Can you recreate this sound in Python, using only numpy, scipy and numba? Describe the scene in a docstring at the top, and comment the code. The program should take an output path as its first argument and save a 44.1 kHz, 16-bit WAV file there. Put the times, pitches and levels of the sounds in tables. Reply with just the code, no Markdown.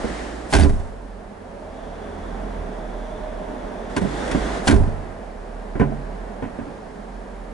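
"""A car door slams, is opened by its handle and slams again, heard from inside the car, parked in a garage.
Each contact thumps the cabin air, rings the door panel and rattles the latch; dull body knocks follow.
Garage noise leaks in, bright while the door is ajar, over the whine and hum of a car nearby.
A small two-port microphone picks it all up, and its limiter squashes the blows."""
import sys
import numpy as np
from scipy import signal
from scipy.fft import rfft, irfft
from scipy.io import wavfile
from scipy.ndimage import uniform_filter1d
from numba import njit

SR = 44100
rng = np.random.default_rng(int(sys.argv[2]) if len(sys.argv) > 2 else 0)


def store_wav(level_fs):
    """Save 16-bit WAV to argv[1]."""
    pcm = np.round(np.clip(np.atleast_2d(level_fs), -1, 1) * 32767)
    wavfile.write(sys.argv[1], SR, pcm.T.astype(np.int16))


N = 332073
T = np.arange(N) / SR
HZ = np.maximum(np.fft.rfftfreq(N, 1 / SR), 1)

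# The slams. Each row: first touch and shudder length in seconds, air push and hard parts in dB.
SLAMS = [(0.515, 0.15, -9, -13.5), (4.663, 0.1, -6, -17.5)]
# Latch, seal and glass meeting in turn. Each row: start in seconds, relative panel level in dB,
# hard parts in dB above the fading shudder, pitch of the struck spot in Hz.
SLAM_CONTACTS = [(0.525, -9.5, -6, 822), (.534, -9.5, 1, 656), (0.548, -6.5, 2.5, 292), (.563, -13, 1, 405),
                 (.584, -10, -5.5, 250), (.594, -12, -1, 197), (0.607, -15, 1.5, 310), (.619, -9, 0.5, 200),
                 (0.632, -12.5, 1, 352), (.646, -4.5, 3, 190), (0.656, -12.5, -12, 477),
                 (.692, -17, -2.5, 201), (0.731, -21, -11, 203), (0.798, -28, 0, 199), (4.67, -14, -1, 783),
                 (4.676, -24, 8.5, 680), (4.686, -1, 5, 333), (4.697, -2, 8, 233), (4.706, -5, 9.5, 332),
                 (4.716, -20, 4, 400), (4.727, -0.5, -12, 248), (4.74, -3, 7, 224), (4.76, -10, 4, 408),
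                 (4.798, -16, -11, 140.4), (4.833, -17, 0, 198), (4.871, -22, 6, 196)]
# The handle being worked, and dull knocks on the body. Each row: start in seconds, relative levels of
# panel, air push and clack in dB, contact length in seconds, pitch of the struck spot in Hz.
HANDLE_CONTACTS = [(3.964, -12, -42, -20.5, 0.0092, 295), (3.977, -14.5, -38, -26, .01, 412),
                   (4.012, -9, -30, -37, .03, 189), (4.276, -45, -45, -31.5, .008, 490),
                   (4.311, -19, -45, -24, 0.013, 408), (4.346, -7, -35, -36, 0.013, 257)]
BODY_KNOCKS = [(.038, -12, -46, -51, 0.015, 472), (5.753, -16.5, -28, -40, 0.0099, 305),
               (5.795, -6.5, -20, -24.5, 0.019, 450), (5.812, -7.5, -17, -36, 0.012, 164),
               (5.835, -15, -42, -54, 0.056, 139.6), (5.918, -18.5, -39, -55, 0.013, 633),
               (6.422, -13.5, -46, -34.5, 0.013, 272), (6.447, -26.5, -49, -44, 0.017, 318),
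               (6.586, -21.5, -50, -42, 0.0095, 228), (6.609, -21.5, -50, -61, 0.013, 268),
               (6.665, -30, -51, -47, .025, 290)]
# Boom of the cabin air, ring of the door panel and ping of the latch claw.
# Each row: pitch in Hz, relative level in dB, time to fall 60 dB in seconds.
CABIN_MODES = [(28.1, 1.5, 0.5), (45.1, -3.5, 0.9), (61.4, 14, 0.12), (74.9, 14.5, 0.28), (85.6, 0, 0.41),
               (93.5, 5, 0.665), (111, 5.5, 0.35)]
PANEL_MODES = [(115, -14, 0.22), (146.1, -14.5, 1), (174, -25, 0.22), (212, 1, 0.061), (228.5, -4, 0.16),
               (288, 6, 0.072), (367, -1, 0.042), (397.3, 2, 0.12), (465, -1, 0.074), (554, -1, 0.097),
               (609, 6, 0.019), (833, -5, 0.048), (998, -8.5, 0.11)]
CLAW_MODES = [(1452, -6.5, 0.14), (1600, 0, 0.032), (3280, -3, 0.025), (4260, -5.5, 0.03),
              (4680, 0.5, 0.0084), (6150, -24, 0.011), (7350, -4, 0.015)]
# Clack of the door skin and rattle of the latch. 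Each row: centre and width in Hz, relative level in dB.
SKIN_BANDS = [(1040, 200, 4), (1523, 150, -0.5), (1620, 240, 5.5), (1766, 310, 6), (2205, 140, -4),
              (2590, 340, -14.5)]
LATCH_BANDS = [(3000, 3200, -4), (3720, 370, -2), (4600, 880, -1), (6060, 2200, 3.5), (8400, 2800, 0.5)]
# The latch claw snapping. Each row: start in seconds, click strength in dB.
CLAW_SNAPS = [(0.537, -20), (3.965, -27.5), (4.677, -12), (4.711, -17)]
# Seal squeaks. Each row: start and length in seconds, pitch in Hz, level in dB.
SEAL_SQUEAKS = [(0.59, 0.018, 9000, -31), (0.626, 0.009, 4670, -28)]
# The gap before each slam. Each row: times in seconds at which the door starts to open, stands wide and
# starts to close, then the level of the noise let in, in dB.
DOOR_AJAR = [(-.2, 0.04, 0.19, -46), (3.897, 4.211, 4.58, -44.5)]
# Background level as heard, a drawn curve: it drifts, ducks after each slam as the recorder's gain
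# drops, then recovers. Each row: time in seconds, level in dB.
BACKGROUND_LEVEL = [(0.0, -33), (0.33, -38), (0.63, -34), (1.03, -41.5), (1.34, -40.5), (2.39, -33.5),
                    (3.02, -35.5), (4.01, -33), (4.21, -30.5), (4.65, -30), (4.89, -33.5), (5.1, -36),
                    (5.39, -38.5), (5.93, -36.5), (6.58, -36.5), (6.94, -38.5), (7.53, -38.5)]
# Garage noise through the body and through the gap. Each row: frequency in Hz, relative density in dB.
MUFFLED_SPECTRUM = [(15, -32), (25, -6), (49, -7.5), (65, -20.5), (139, -20), (205, -8.5), (325, -16),
                    (431, -11), (503, -15), (633, -12), (1330, -26), (1680, -25.5), (2530, -37.5),
                    (10400, -72), (11500, -103), (15000, -102), (22000, -120)]
GAP_SPECTRUM = [(15, -38), (25, -39), (54, -5), (117, -44), (279, -8), (1090, -21), (1860, -19.5),
                (2400, -29), (8670, -38.5), (10600, -45.5), (11500, -80), (15000, -95), (22000, -120)]
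# A passing car's whine. Each row: time in seconds, pitch in Hz, tone and sheen levels in dB.
WHINE_PATH = [(1.449, 524.4, -65, -78), (1.577, 585, -40, -81), (1.749, 660, -45, -60),
              (1.9, 683, -42, -59), (2.3, 651, -66, -58.5), (2.701, 631, -43, -62),
              (3.1, 619.4, -36.5, -57), (3.5, 619, -41, -61), (3.9, 600.3, -44, -57.5),
              (4.2, 587, -61, -48), (4.55, 597, -58, -47), (4.68, 607, -60, -65)]
# Engine hum. Each row: time in seconds, pitch in Hz, firing tone and octave levels in dB.
HUM_PATH = [(0, 56.05, -37.5, -50), (.5, 55.33, -39, -49), (1.0, 42, -35, -52), (1.5, 41.15, -50, -51),
            (1.9, 39.1, -39, -48), (2.2, 39.15, -36.5, -39.5), (2.48, 40.5, -31, -46),
            (2.62, 39.96, -30.5, -40), (2.75, 39.5, -33.5, -61), (3.301, 37.06, -35, -51),
            (3.9, 41.7, -41, -55), (4.1, 49.6, -31, -54), (4.2, 54.9, -37, -59), (4.45, 55.22, -29.5, -66),
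            (4.619, 46.5, -39, -50), (5.3, 37.04, -40, -50), (5.731, 38.76, -32.5, -49),
            (6.2, 41, -32.5, -48), (6.8, 40.8, -50.5, -52), (7.18, 41.2, -35, -79), (7.53, 44.2, -37, -57)]
# Stereo balance of door and background. Each row: frequency in Hz, left minus right in dB.
DOOR_BALANCE = [(60, -3), (110, -6), (190, -11.5), (350, -5), (620, -4), (1120, -2), (2000, 1.5), (3600, 0),
                (6450, 0), (11600, -1)]
BACKGROUND_BALANCE = [(60, -5.5), (110, 1), (190, -5.5), (350, -2.5), (620, -4.5), (1120, -3.5), (2000, 2),
                      (3600, 0.5), (6450, 0.5), (11600, 0.0)]
# Stereo phase of door and background. Each row: frequency in Hz, lead of the left side in radians.
DOOR_PHASE = [(25, 1.9), (120, 0.32), (500, 1.09), (1600, 1.13), (3300, 0.8), (6000, 0.53), (11000, 0.35)]
BACKGROUND_PHASE = [(30, 0), (400, 0.61), (1200, 0.025), (2500, 0.75), (4500, 0.17), (11000, 0.89)]
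# Width of the noise at the two ports. Each row: frequency in Hz, likeness from 0 (wide) to 1 (alike).
PORT_LIKENESS = [(60, 1), (130, 1), (270, 0.9), (570, 0.31), (1210, 0.19), (2570, 0.33), (5460, 0.35),
                 (11600, 1)]

AIR_RISE_S, AIR_START_DB = 0.046, -17  # a slam's air push builds from below
AIR_FALL_DB, CLACK_FALL_DB, RATTLE_FALL_DB = -18, -16.5, -17  # per shudder length
SLAM_RATTLE_DB, HANDLE_RATTLE_DB, KNOCK_RATTLE_DB = -5, -7, -23  # latch drive against clack drive
SLAM_CONTACT_S, SLAM_CLACK_S, KNOCK_CLACK_S = 0.011, 0.012, 0.027  # knocks from outside clack longer
CABIN_T60_S, CABIN_DB = 0.08, -8
SWISH_DB, SWISH_RISE_S, SWISH_FADE = -39.5, 0.015, 0.85  # fade in shudder lengths
GAP_OPENING_DB, GAP_CLOSING_DB = -11, -9.5  # barely open against wide open
HISS_DB, HISS_AT_BACKGROUND_DB, HISS_FOLLOW = -61.5, -37, 0.58  # share of the background's dB swings
FLICKER_DB = 2
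LIMIT_DB, RELEASE_S, TOP_HZ = -3, 0.025, 11050


def door():
    """Slams, handle and knocks, heard directly and as a short cabin tail that differs on each side."""
    rows = slam_rows() + knock_rows(HANDLE_CONTACTS, HANDLE_RATTLE_DB)
    rows += knock_rows(BODY_KNOCKS, KNOCK_RATTLE_DB, KNOCK_CLACK_S)
    boom, body = contacts(rows)
    _, body_side = contacts(rows)  # fresh grit for stereo width
    body = body + claw_snaps() + seal_squeaks()
    t = T[:SR // 2]
    tails = rng.standard_normal((2, len(t))) * undb(-60 * t / CABIN_T60_S)
    reverb = np.array([signal.fftconvolve(body, h / np.sqrt(np.sum(h ** 2)))[:N] for h in tails])
    late_boom = np.roll(boom, 300)  # the cabin air also arrives by a slightly longer path
    return (ports(boom, late_boom, 0.76, DOOR_BALANCE, DOOR_PHASE)
            + ports(body, body_side, 0.93, DOOR_BALANCE, DOOR_PHASE) + undb(CABIN_DB) * reverb)


def slam_rows():
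    """A slam is a shudder of contacts: the air push builds, holds and falls while the hard parts fade."""
    rows = []
    for start, panel_db, hard_db, spot_hz in SLAM_CONTACTS:
        touch, shudder_s, air_db, slam_db = [slam for slam in SLAMS if slam[0] <= start][-1]
        late = start - touch
        air_db += AIR_START_DB * max(1 - late / AIR_RISE_S, 0)
        air_db += AIR_FALL_DB * max(late / shudder_s - 1, 0)
        clack_db = slam_db + hard_db + CLACK_FALL_DB * late / shudder_s
        rattle_db = slam_db + hard_db + SLAM_RATTLE_DB + RATTLE_FALL_DB * late / shudder_s
        rows.append((start, panel_db, air_db, clack_db, rattle_db, SLAM_CONTACT_S, spot_hz, SLAM_CLACK_S))
    return rows


def knock_rows(table, rattle_db, clack_s=0):
    """Lone blows: each shakes the latch a set step softer than the skin."""
    return [(start, panel_db, air_db, clack_db, clack_db + rattle_db, length, hz, max(length, clack_s))
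            for start, panel_db, air_db, clack_db, length, hz in table]


def contacts(rows):
    """Each contact gives the cabin air a soft push, the panel a rough one, and skin and latch a bite."""
    push, rough, clack, grit, thud = np.zeros((5, N))
    t = T[:SR // 4]
    soft = t * np.exp(-t / 0.004)
    for start, panel_db, air_db, clack_db, rattle_db, length, spot_hz, clack_s in rows:
        at = slice(int(start * SR), int(start * SR) + len(t))
        panel_noise, hard_noise = rng.standard_normal((2, len(t)))
        push[at] += undb(air_db) * soft / soft.sum()
        blow = undb(panel_db - 3.5) * np.exp(-t / length) * np.minimum(t / (0.31 * length), 1)
        rough[at] += blow * panel_noise / np.sqrt(length * SR)
        # the struck spot gives a damped note, the hollow behind the trim another
        thud[at] += blow * (np.sin(2 * np.pi * spot_hz * t) + 0.21 * np.sin(2 * np.pi * 700 * t))
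        bite = np.exp(-(t / clack_s) ** 1.2) * np.minimum(t / 0.003, 1) * hard_noise
        clack[at] += undb(clack_db) * bite
        grit[at] += undb(rattle_db) * bite
    boom = undb(-6) * ring_modes(push, CABIN_MODES)
    panel = undb(-6) * ring_modes(lowpass(rough, order=2, hz=1500), PANEL_MODES)  # a padded blow
    skin = undb(-1.5) * ring_bands(lowpass(clack, order=6, hz=3100), SKIN_BANDS)
    latch = undb(1.5) * ring_bands(grit, LATCH_BANDS)
    return boom, thud + panel + skin + latch


def claw_snaps():
    """Steel on steel: a click sets the latch claw ringing briefly."""
    clicks = np.zeros(N)
    for start, db in CLAW_SNAPS:
        clicks[int(start * SR)] = undb(db)
    return ring_modes(clicks, CLAW_MODES)


def seal_squeaks():
    """Short, thin whistles of rubber sliding on paint."""
    out = np.zeros(N)
    for start, length, hz, db in SEAL_SQUEAKS:
        arch = np.sin(np.pi * np.clip((T - start) / length, 0, 1))
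        out += undb(db) * np.sin(2 * np.pi * hz * T) * np.clip(4.6 * arch, 0, 1)
    return out


def seal_swish():
    """Air hisses past the seal just before the door meets it and dies away after."""
    swell = sum(np.exp(np.minimum((T - touch) / SWISH_RISE_S, (touch - T) / (SWISH_FADE * shudder_s)))
                for touch, shudder_s, _, _ in SLAMS)
    air = noise_bed([(1500, 0), (4000, -3), (8000, -1), (11000, -5)], lo_hz=3000, hi_hz=11000)
    return undb(SWISH_DB) * swell * air


def garage():
    """A muffled bed and a thin hiss throughout; bright noise spills in while the door is ajar."""
    level_db = np.interp(T, *np.transpose(BACKGROUND_LEVEL))
    out = undb(level_db) * noise_bed(MUFFLED_SPECTRUM, lo_hz=141, hi_hz=1050, flicker_db=-1)
    bright = noise_bed(GAP_SPECTRUM, lo_hz=2780, hi_hz=11000)
    for (opens, wide, closes, db), (shut, *_) in zip(DOOR_AJAR, SLAMS):
        gap_db = np.interp(T, [opens, wide, closes, shut], [GAP_OPENING_DB, 0, 0, GAP_CLOSING_DB])
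        out += undb(db + gap_db) * ((T > opens) & (T < shut)) * bright
    hiss_spectrum = [(1500, -5), (3000, 4), (3600, 3.5), (4800, 2), (6100, 0), (11000, -5)]
    hiss = noise_bed(hiss_spectrum, lo_hz=3650, hi_hz=11900)
    return out + undb(HISS_DB + HISS_FOLLOW * (level_db - HISS_AT_BACKGROUND_DB)) * hiss


def car_whine():
    """A passing car: a breathy tone that slides a little, with a hissy sheen far above it."""
    times, hz, *levels_db = np.transpose(WHINE_PATH)
    tone_gain, sheen_gain = (undb(np.interp(T, times, db, -120, -120)) for db in levels_db)
    phase = 2 * np.pi * np.cumsum(np.interp(T, times, hz)) / SR
    layers = []
    for _ in range(2):
        tone = (1 + 0.6 * wander(60)) * np.sin(phase) + 0.6 * wander(60) * np.cos(phase)
        sheen = ring_bands(rng.standard_normal(N), [(3450, 280, 5), (5800, 400, -4)])
        layers.append(tone_gain * tone + sheen_gain * sheen / np.sqrt(np.mean(sheen ** 2)))
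    return ports(*layers, 0.75)


def engine_hum():
    """An engine's wavering firing tone and its octave."""
    times, *columns = np.transpose(HUM_PATH)
    hz, firing_db, octave_db = (np.interp(T, times, column) for column in columns)
    phase = 2 * np.pi * np.cumsum(hz * (1 + 0.023 * wander(7.3))) / SR
    firing = undb(firing_db + 0.5 * wander(3.625)) * np.sin(phase)
    octave = undb(octave_db + FLICKER_DB * wander(16)) * np.sin(2 * phase)
    hum = np.sqrt(2) * (firing + octave)
    return ports(hum, hum, 0.98)


def noise_bed(spectrum, lo_hz, hi_hz, flicker_db=FLICKER_DB):
    """Stereo noise shaped by (Hz, dB) points, its centre at 0 dB between lo_hz and hi_hz."""
    mid, side = (flickering_noise(spectrum, flicker_db) for _ in range(2))
    bed = ports(mid, side, over_hz(PORT_LIKENESS) ** 0.87)
    band = np.abs(rfft(bed.mean(axis=0))[(HZ > lo_hz) & (HZ < hi_hz)])
    return bed * N / np.sqrt(2 * np.sum(band ** 2))


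def flickering_noise(spectrum, flicker_db):
    """Coloured noise whose octaves each flicker on their own, the treble least."""
    bins = rfft(rng.standard_normal(N)) * undb(over_hz(spectrum))
    octave = np.clip(np.log2(HZ / 40), 0, 8)
    out = np.zeros(N)
    for k in range(9):
        share = np.clip(1 - np.abs(octave - k), 0, 1)
        out += irfft(bins * share, N) * undb(flicker_db * (1 - k / 9) * wander(6))
    return out


def ports(mid, side, likeness, balance=BACKGROUND_BALANCE, lead=BACKGROUND_PHASE):
    """The microphone's two ports hear mid plus and minus side, each with its own tilt and phase."""
    likeness = np.clip(likeness, 0, 1)
    mid = np.sqrt((1 + likeness) / 2) * rfft(mid)
    side = np.sqrt((1 - likeness) / 2) * rfft(side)
    pan = undb(over_hz(balance) / 2) * np.exp(1j * over_hz(lead) / 2)
    return np.array([irfft((mid + side) * pan, N), irfft((mid - side) / pan, N)])


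@njit
def ring(x, hz, t60):
    """One decaying mode, driven by x."""
    y, state = np.empty(len(x)), 0j
    pole = np.exp(2j * np.pi * hz / SR - np.log(1000) / (t60 * SR))
    for i in range(len(x)):
        state = state * pole + x[i]
        y[i] = state.imag
    return y


def ring_modes(x, modes):
    """A part ringing in all its modes at once."""
    return sum(undb(db) * ring(x, float(hz), t60) for hz, db, t60 in modes)


def ring_bands(x, bands):
    """Short rings: the wider the band, the faster it dies."""
    return sum(undb(db) * np.sqrt(width / SR) * ring(x, float(hz), np.log(1000) / (np.pi * width))
               for hz, width, db in bands)


def wander(rate_hz):
    """Smooth random drift with a spread near 1."""
    hold = int(SR / rate_hz)
    steps = np.repeat(rng.standard_normal(N // hold + 1), hold)
    return 1.3 * uniform_filter1d(uniform_filter1d(steps, hold), hold)[:N]


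def lowpass(x, order, hz):
    """Dull the sound above hz."""
    return signal.sosfilt(signal.butter(order, hz, fs=SR, output="sos"), x)


def over_hz(table):
    """A (Hz, value) curve read at every frequency bin."""
    hz, values = np.transpose(table)
    return np.interp(np.log(HZ), np.log(hz), values)


def undb(db):
    """Decibels to gain."""
    return 10 ** (np.asarray(db) / 20)


@njit
def limit(x, ceiling, release):
    """One gain for both channels: ducks at once on a peak, then recovers."""
    y, peak = np.empty_like(x), 0.
    for i in range(x.shape[1]):
        peak = max(abs(x[0, i]), abs(x[1, i]), peak * release)
        y[:, i] = x[:, i] * min(1., ceiling / (peak + 1e-9))
    return y


def scene():
    """The door and its swish up front; the garage and the nearby car behind."""
    return door() + garage() + car_whine() + engine_hum() + seal_swish()


def record(dry):
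    """The microphone chain trims the deepest bass, limits the blows and cuts the top."""
    x = signal.sosfilt(signal.butter(2, 22, "high", fs=SR, output="sos"), dry)
    x = limit(x, float(undb(LIMIT_DB)), np.exp(-1 / (RELEASE_S * SR)))
    return signal.sosfilt(signal.ellip(10, 0.2, 60, TOP_HZ, fs=SR, output="sos"), x)


dry = scene()
out = record(dry)
store_wav(out)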